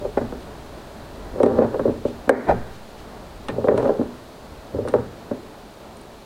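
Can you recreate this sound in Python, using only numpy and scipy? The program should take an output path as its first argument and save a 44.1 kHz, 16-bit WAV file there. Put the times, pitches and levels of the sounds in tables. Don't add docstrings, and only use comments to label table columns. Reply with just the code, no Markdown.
import sys
import numpy as np
from scipy import signal
from scipy.fft import rfft, irfft, next_fast_len
from scipy.io import wavfile
from scipy.ndimage import uniform_filter1d, minimum_filter1d, map_coordinates

SR = 44100
rng = np.random.default_rng(int(sys.argv[2]) if len(sys.argv) > 2 else 0)


def unload_wav(signal):
    wavfile.write(
        sys.argv[1],
        SR,
        np.round(np.clip(np.atleast_2d(signal).T, -1, 1) * 32767).astype(np.int16),
    )


N = 275625
TIME_S = np.arange(N) / SR
RING_S = np.arange(SR) / SR
RING_HZ = np.fft.rfftfreq(SR, 1 / SR)

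# freq_hz, level_db
DISTANT_SPECTRUM = [(53, -11), (90, -6), (168, -5.5), (238, -0.5), (268, -5), (450, -3), (486, -7.5),
                    (591, -3.5), (2000, -20), (2600, -47), (4400, -120)]
HISS_SPECTRUM = [(1200, -63), (2200, 1), (3000, -0.5), (4200, 0.5), (5500, -6.5), (8000, -9),
                 (11000, -12.5), (15800, -15)]
WIND_SPECTRUM = [(8.8, -39), (15, -13.5), (48, -4), (102, -14), (134, -16.5), (160, -17.5), (210, -28),
                 (350, -120)]
SKIN_SPECTRUM = [(800, -22), (2800, 8), (5000, -2), (10000, -10), (15000, -30)]
BOOM_SPECTRUM = [(45, -23), (70, -4.5), (88, 2.5), (103, -2.5), (122, 3), (150, -12.5), (200, -1.5),
                 (400, -68), (1000, -120)]
# pitch_hz, level_db
WHINE_TONES = [(14745, -83), (14804, -81), (14863, -83)]
# centre_s, half_length_s, level_db
WIND_GUSTS = [(0.05, 0.51, -43.5), (1.2, 0.18, -50), (2.65, 0.2, -48), (3.35, 0.2, -48)]
HAND_SCUFFS = [(.42, 0.024, -56), (2.085, 0.031, -50), (2.75, 0.023, -52), (3.0, 0.027, -52),
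               (3.83, 0.08, -52), (6.14, 0.015, -60)]
WRENCH_SKIDS = [(.177, 0.0049, -16), (.187, 0.0075, -24), (.218, 0.0062, -28), (1.628, 0.022, -23),
                (2.476, 0.011, -29), (2.489, 0.013, -18), (2.51, 0.016, -16.5), (3.795, 0.02, -22.5)]
# freq_hz, level_db
JAW_SPECTRUM = [(400, -12.5), (1000, 3), (1900, 2), (2700, -3.5), (4000, -4.5), (4900, -15), (6500, -12),
                (7500, -12.5), (9000, -2), (11000, -21), (12500, -31), (15500, -30)]
SKID_SPECTRUM = [(100, -5.5), (250, -3), (480, -6.5), (760, 5.5), (880, -1), (1000, -11.5), (1700, -17),
                 (2300, -25), (2900, -37.5), (4200, -40), (5200, -46), (12000, -61)]
SNAP_SPECTRUM = [(100, -34), (190, -14.5), (245, 5), (350, -4.5), (500, 10), (750, 0), (1000, -10),
                 (1300, -15), (1620, -14.5), (2000, -17.5), (2350, -21), (2800, -52), (8000, -48)]
SLIP_SPECTRUM = [(40, -35.5), (90, -14.5), (195, -13.5), (245, -3.5), (340, -4), (440, 1.5), (590, -1),
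                 (690, -14), (880, -15.5), (1020, -16.5), (1700, -30), (2200, -43), (3200, -51.5),
                 (8000, -74.5)]
# pitch_hz, level_db, t60_s
WRENCH_MODES = [(1580, -0.5, 0.027), (1820, 2, 0.094), (2650, -9.5, .03), (3590, -3, 0.037),
                (4070, -11, 0.07), (5680, -6, 0.033), (6170, -16, 0.016), (7600, -21, .03),
                (8940, -15.5, 0.014)]
SNAP_MODES = [(1604, 0.5, 0.025), (8500, -19, 0.02)]
DRUM_MODES = [(91.3, -10.5, 0.54), (121, -8, 0.54), (228, 0, 0.38), (243.1, 7.5, 0.27), (284, -23, .25),
              (371, 3, 0.25), (402.5, 7.5, 0.25), (421.4, 2, 0.27), (479, -3, 0.25), (555, 6, 0.2),
              (591, 10.5, 0.12), (681, -15, 0.18), (784, 4, 0.18), (856, -7.5, 0.27), (944, -8, 0.29)]
# travel_s at 500 Hz, level_db
WALL_PATHS = [(.0042, 1), (.0112, -4.5), (.0175, -7.5)]
# freq_hz, t60_s
AIR_DECAY = [(100, 0.92), (500, 0.33), (1000, 0.3), (1600, 0.95), (2300, 0.55), (3000, 0.12)]
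# start_s, level_db, bright_db at 10 kHz
JAW_CLICKS = [(1.4312, -33.5, -2), (1.461, -37.5, -6), (3.4848, -28.5, -15), (3.490, -39, -13),
              (3.685, -30.5, -48), (3.777, -36.5, 2.5), (4.876, -50, 1), (4.885, -38.5, 3.5),
              (4.921, -53, -1), (4.938, -46, 0), (5.970, -53, 17), (6.013, -55, 24)]
# start_s, length_s, rub_db, flex_db
WRENCH_STROKES = [(0.01, 0.049, -29.5, -50), (1.455, 0.2, -18.5, -32), (1.844, 0.058, -31, -46),
                  (2.471, 0.047, -21, -29.5), (3.483, 0.12, -34.5, -30), (3.681, 0.226, -21, -29),
                  (4.729, 0.086, -34.5, -32.5), (4.936, 0.045, -26, -34)]
# start_s, peak_db, thud_db, hardness_db
NUT_KNOCKS = [(0.049, -13, -8, -4), (0.17, -7, 0.5, 3), (0.211, -17, 6.5, 2), (0.225, -21, 13, 2),
              (0.322, -20, 6, 4), (1.356, -18.5, 0.5, 2), (1.4, -4.5, -5.5, -3), (1.432, 0, 1.5, 0.5),
              (1.46, -4.5, -9, -1.5), (1.586, -0.5, 1, -1), (1.603, -9.5, 6, 6.5), (1.617, -5, -3, -2.5),
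              (1.742, -12.5, -6, 0), (1.793, -9, 4.5, 5), (1.852, -5.5, -4, -13.5), (1.876, -11, 6, -5),
              (1.892, -13, 5, 0), (2.05, -8, 2, -4), (2.275, -16, 9, 4.5), (3.489, -16, 5, 5),
              (3.579, -11, -4, -9), (3.641, -8.5, -4.5, -4), (3.671, -11, -12, -1), (3.683, -3.5, 0, 4.5),
              (3.711, -8, -8, -2.5), (3.739, -9, -3, -7), (3.777, -6, -5.5, 1), (3.826, -11.5, -6, -1),
              (3.853, -12, -9, 2.5), (3.89, -5.5, -9.5, -6), (3.991, -9.5, 10.5, -8), (4.011, -12, 5, 1),
              (4.743, -16, 6, -8), (4.784, -11.5, -1.5, -11.5), (4.849, -17, -6, -7), (4.874, -19, 8, 12),
              (4.937, -4, -5.5, 1.5), (5.311, -12, 6.5, 0.5)]


def amp(db):
    return 10 ** (np.asarray(db) / 20)


def unit_rms(x):
    return x / np.sqrt(np.mean(x ** 2) + 1e-20)


def unit_onset(x):
    return x / np.sqrt(np.mean(x[:SR // 100] ** 2))


def curve(points, hz=RING_HZ):
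    knots_hz, values = np.transpose(points)
    return np.interp(np.log(hz + 1), np.log(knots_hz + 1), values)


def wobble(rate_hz):
    return map_coordinates(rng.standard_normal(int(N * rate_hz / SR) + 4), [TIME_S * rate_hz])


def noise(spectrum):
    size = next_fast_len(N + 8192)
    gain = amp(curve(spectrum, np.fft.rfftfreq(size, 1 / SR)))
    return unit_rms(irfft(rfft(rng.standard_normal(size)) * gain, size)[:N])


def min_phase(db):
    cepstrum = irfft(np.log(amp(db)))
    return np.exp(rfft(cepstrum * np.r_[1, np.full(SR // 2 - 1, 2), np.zeros(SR // 2)]))


def swells(rows):
    return sum(amp(db) * np.exp(-((TIME_S - centre_s) / half_s) ** 2) for centre_s, half_s, db in rows)


def rise(tau_s):
    return 1 - np.exp(-RING_S / tau_s)


def ringing(modes, vary_db):
    return sum(amp(db + rng.normal(0, vary_db) - 60 * RING_S / t60_s)
               * np.sin(2 * np.pi * (hz * RING_S + rng.random())) for hz, db, t60_s in modes)


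def add(track, start_s, x):
    start = max(round(start_s * SR), 0)
    track[start:start + len(x)] += x[:N - start]


def background(breeze_db_per_s=-1.3, distant_db_per_s=-0.5, hiss_db_per_s=-0.32):
    wind_gain = amp(-43.5 + breeze_db_per_s * TIME_S) + swells(WIND_GUSTS)
    distant = noise(DISTANT_SPECTRUM) * amp(-39.5 + distant_db_per_s * TIME_S + 1.08 * wobble(8))
    hiss = noise(HISS_SPECTRUM) * amp(-51.5 + hiss_db_per_s * TIME_S)
    whine = sum(amp(db) * np.sin(2 * np.pi * hz * TIME_S + wobble(12)) for hz, db in WHINE_TONES)
    wind = noise(WIND_SPECTRUM) * wind_gain * amp(3 * wobble(6))
    return distant + hiss + whine + wind


def hand(flicker_db=2):
    return noise(SKIN_SPECTRUM) * amp(flicker_db * wobble(150)) * swells(HAND_SCUFFS)


def wall_flex(rise_s=0.05, sharpness=1.2):
    give = np.zeros(N)
    age = RING_S / rise_s
    for start_s, _, _, flex_db in WRENCH_STROKES:
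        add(give, start_s, amp(flex_db) * (age * np.exp(1 - age)) ** sharpness)
    return noise(BOOM_SPECTRUM) * give


def bending_waves(travel_scale, scatter):
    response = 0
    for path, (travel_s, db) in enumerate(WALL_PATHS):
        delay_s = travel_s * travel_scale * (1 + scatter * rng.normal() * (path > 0))
        response += amp(db) * np.exp(-4j * np.pi * delay_s * np.sqrt(500 * RING_HZ))
    return response


def air_echo():
    hz, age_s, frames = signal.stft(rng.standard_normal(SR), SR, nperseg=256)
    decay = amp(-60 * age_s / curve(AIR_DECAY, hz)[:, None])
    echo = signal.istft(frames * decay, SR, nperseg=256)[1][:SR] * rise(0.006)
    return rfft(echo) / np.linalg.norm(echo)


def drum(spectrum, tilt_db=0 * RING_HZ, travel_scale=1, scatter=0.0714, ring_db=-26, air_db=-11):
    paths = bending_waves(travel_scale, scatter) + amp(air_db) * air_echo()
    wave = irfft(min_phase(curve(spectrum)) * paths)
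    ring = ringing(DRUM_MODES, vary_db=1.65) * rise(0.001)
    wave = wave / np.abs(wave).max() + amp(ring_db) * ring
    wave = irfft(rfft(wave) * min_phase(tilt_db))
    return wave / np.abs(wave).max()


def click(bright_db, crack_t60_s, rattle_db, ring_db, rattle_t60_s=0.12, rattle_cutoff_hz=3500):
    crack = rfft(rng.standard_normal(SR) * amp(-60 * RING_S / crack_t60_s))
    rattle = rfft(rng.standard_normal(SR) * amp(-60 * RING_S / rattle_t60_s))
    rattle /= 1 + 1j * RING_HZ / rattle_cutoff_hz
    body = irfft((crack + amp(rattle_db) * rattle) * min_phase(curve(JAW_SPECTRUM)))
    ring = ringing(WRENCH_MODES, vary_db=2) * rise(0.00046)
    wave = unit_onset(body) + amp(ring_db) * unit_onset(ring)
    tilt_db = curve([(2500, 0.0059), (10000, bright_db)])
    return unit_onset(irfft(rfft(wave) * min_phase(tilt_db)))


def jaw_clicks():
    out = np.zeros(N)
    for start_s, db, bright_db in JAW_CLICKS:
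        add(out, start_s, amp(db) * click(bright_db, crack_t60_s=0.018, rattle_db=-9, ring_db=-5))
    return out


def stick_slip(slip_hz, spread_db, grit):
    count = np.floor(np.cumsum(slip_hz * np.exp(0.45 * wobble(90))) / SR)
    sizes = amp(spread_db * np.clip(rng.standard_normal(N), -1.5, 1.5))
    slips = np.diff(count, prepend=0) * sizes
    return unit_rms(unit_rms(slips) + grit * rng.standard_normal(N))


def wrench_skids():
    response = drum(SKID_SPECTRUM, travel_scale=0.5, ring_db=-32.5, air_db=-15.5)
    force = stick_slip(slip_hz=416, spread_db=5.5, grit=0.77) * swells(WRENCH_SKIDS)
    return signal.fftconvolve(force, response / np.linalg.norm(response))[:N]


def wrench_snap(start_s=2.2932, blow_db=8, steel_db=-23, rebound_s=2.3062):
    out = np.zeros(N)
    blow = drum(SNAP_SPECTRUM, travel_scale=0.55, scatter=0.03, ring_db=-33, air_db=-12)
    steel = click(bright_db=-3, crack_t60_s=0.012, rattle_db=-19, ring_db=-3.5)
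    ring = sum(amp(db - 60 * RING_S / t60_s) * np.sin(2 * np.pi * hz * RING_S)
               for hz, db, t60_s in SNAP_MODES)
    add(out, start_s, amp(blow_db) * blow + amp(steel_db) * steel + ring * rise(0.00094))
    tilt_db = curve([(250, 0), (600, 3), (1500, -1)])
    add(out, rebound_s, drum(SLIP_SPECTRUM, tilt_db, ring_db=-30, air_db=-18))
    return out


def gate(start_s, end_s, edge_s=0.013):
    return np.exp((np.minimum(TIME_S - start_s, 0) - np.maximum(TIME_S - end_s, 0)) / edge_s)


def grip(drag_db=-13.5, lead=0.62, trail=0.64):
    gains = []
    for start_s, length_s, rub_db, _ in WRENCH_STROKES:
        end_s = start_s + length_s
        pull = amp(rub_db) * gate(start_s, end_s)
        drag = amp(rub_db + drag_db) * gate(start_s - lead * length_s, end_s + trail * length_s)
        gains += [pull, drag]
    return np.max(gains, axis=0)


def judder(rate_hz=31, swing_db=3, scatter=0.2012):
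    cycles = np.cumsum(rate_hz * np.exp(scatter * wobble(24.99))) / SR
    return unit_rms(amp(swing_db * np.cos(2 * np.pi * cycles)))


def nut_rubbing(trim_db=-1):
    force = stick_slip(slip_hz=114.9, spread_db=4, grit=0.084) * amp(trim_db) * grip() * judder()
    tilt_db = curve([(110, 4.5), (250, -3), (500, -2.5), (850, 0.3), (1600, -2), (4000, -1)])
    out, hop = np.zeros(N), SR // 8
    for start in range(0, N, hop):
        response = drum(SLIP_SPECTRUM, tilt_db)
        response /= np.linalg.norm(response)
        add(out, start / SR, signal.fftconvolve(force[start:start + hop], response))
    return out


def nut_knocks():
    out = np.zeros(N)
    for start_s, peak_db, thud_db, hardness_db in NUT_KNOCKS:
        clack_db = -1.5 + 0.68 * hardness_db
        edge_db = -0.5 + 1.1 * hardness_db
        tilt_db = curve([(280, thud_db), (420, 0), (600, 0.0039),
                         (780, clack_db), (1000, clack_db), (1400, edge_db)])
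        add(out, start_s, amp(peak_db) * drum(SLIP_SPECTRUM, tilt_db))
    return out


def scene():
    plastic = nut_knocks() + nut_rubbing() + wrench_skids() + wall_flex()
    return (plastic + jaw_clicks() + wrench_snap() + hand() + background())[None]


def record(dry, threshold_db=-3, share=0.7, release_s=0.052, cutoff_hz=15850):
    over_db = np.maximum(20 * np.log10(np.abs(dry) + 1e-9) - threshold_db, 1e-9)
    held_db = -minimum_filter1d(-over_db, size=1001, origin=430)
    decay = TIME_S / release_s
    duck_db = np.exp(np.maximum.accumulate(np.log(held_db) + decay, axis=-1) - decay)
    limited = dry * amp(-share * uniform_filter1d(duck_db, size=180))
    size = next_fast_len(N + 8192)
    passband = np.fft.rfftfreq(size, 1 / SR) < cutoff_hz
    return irfft(rfft(limited, size) * passband, size)[:, :N]


dry = scene()
out = record(dry)
unload_wav(out)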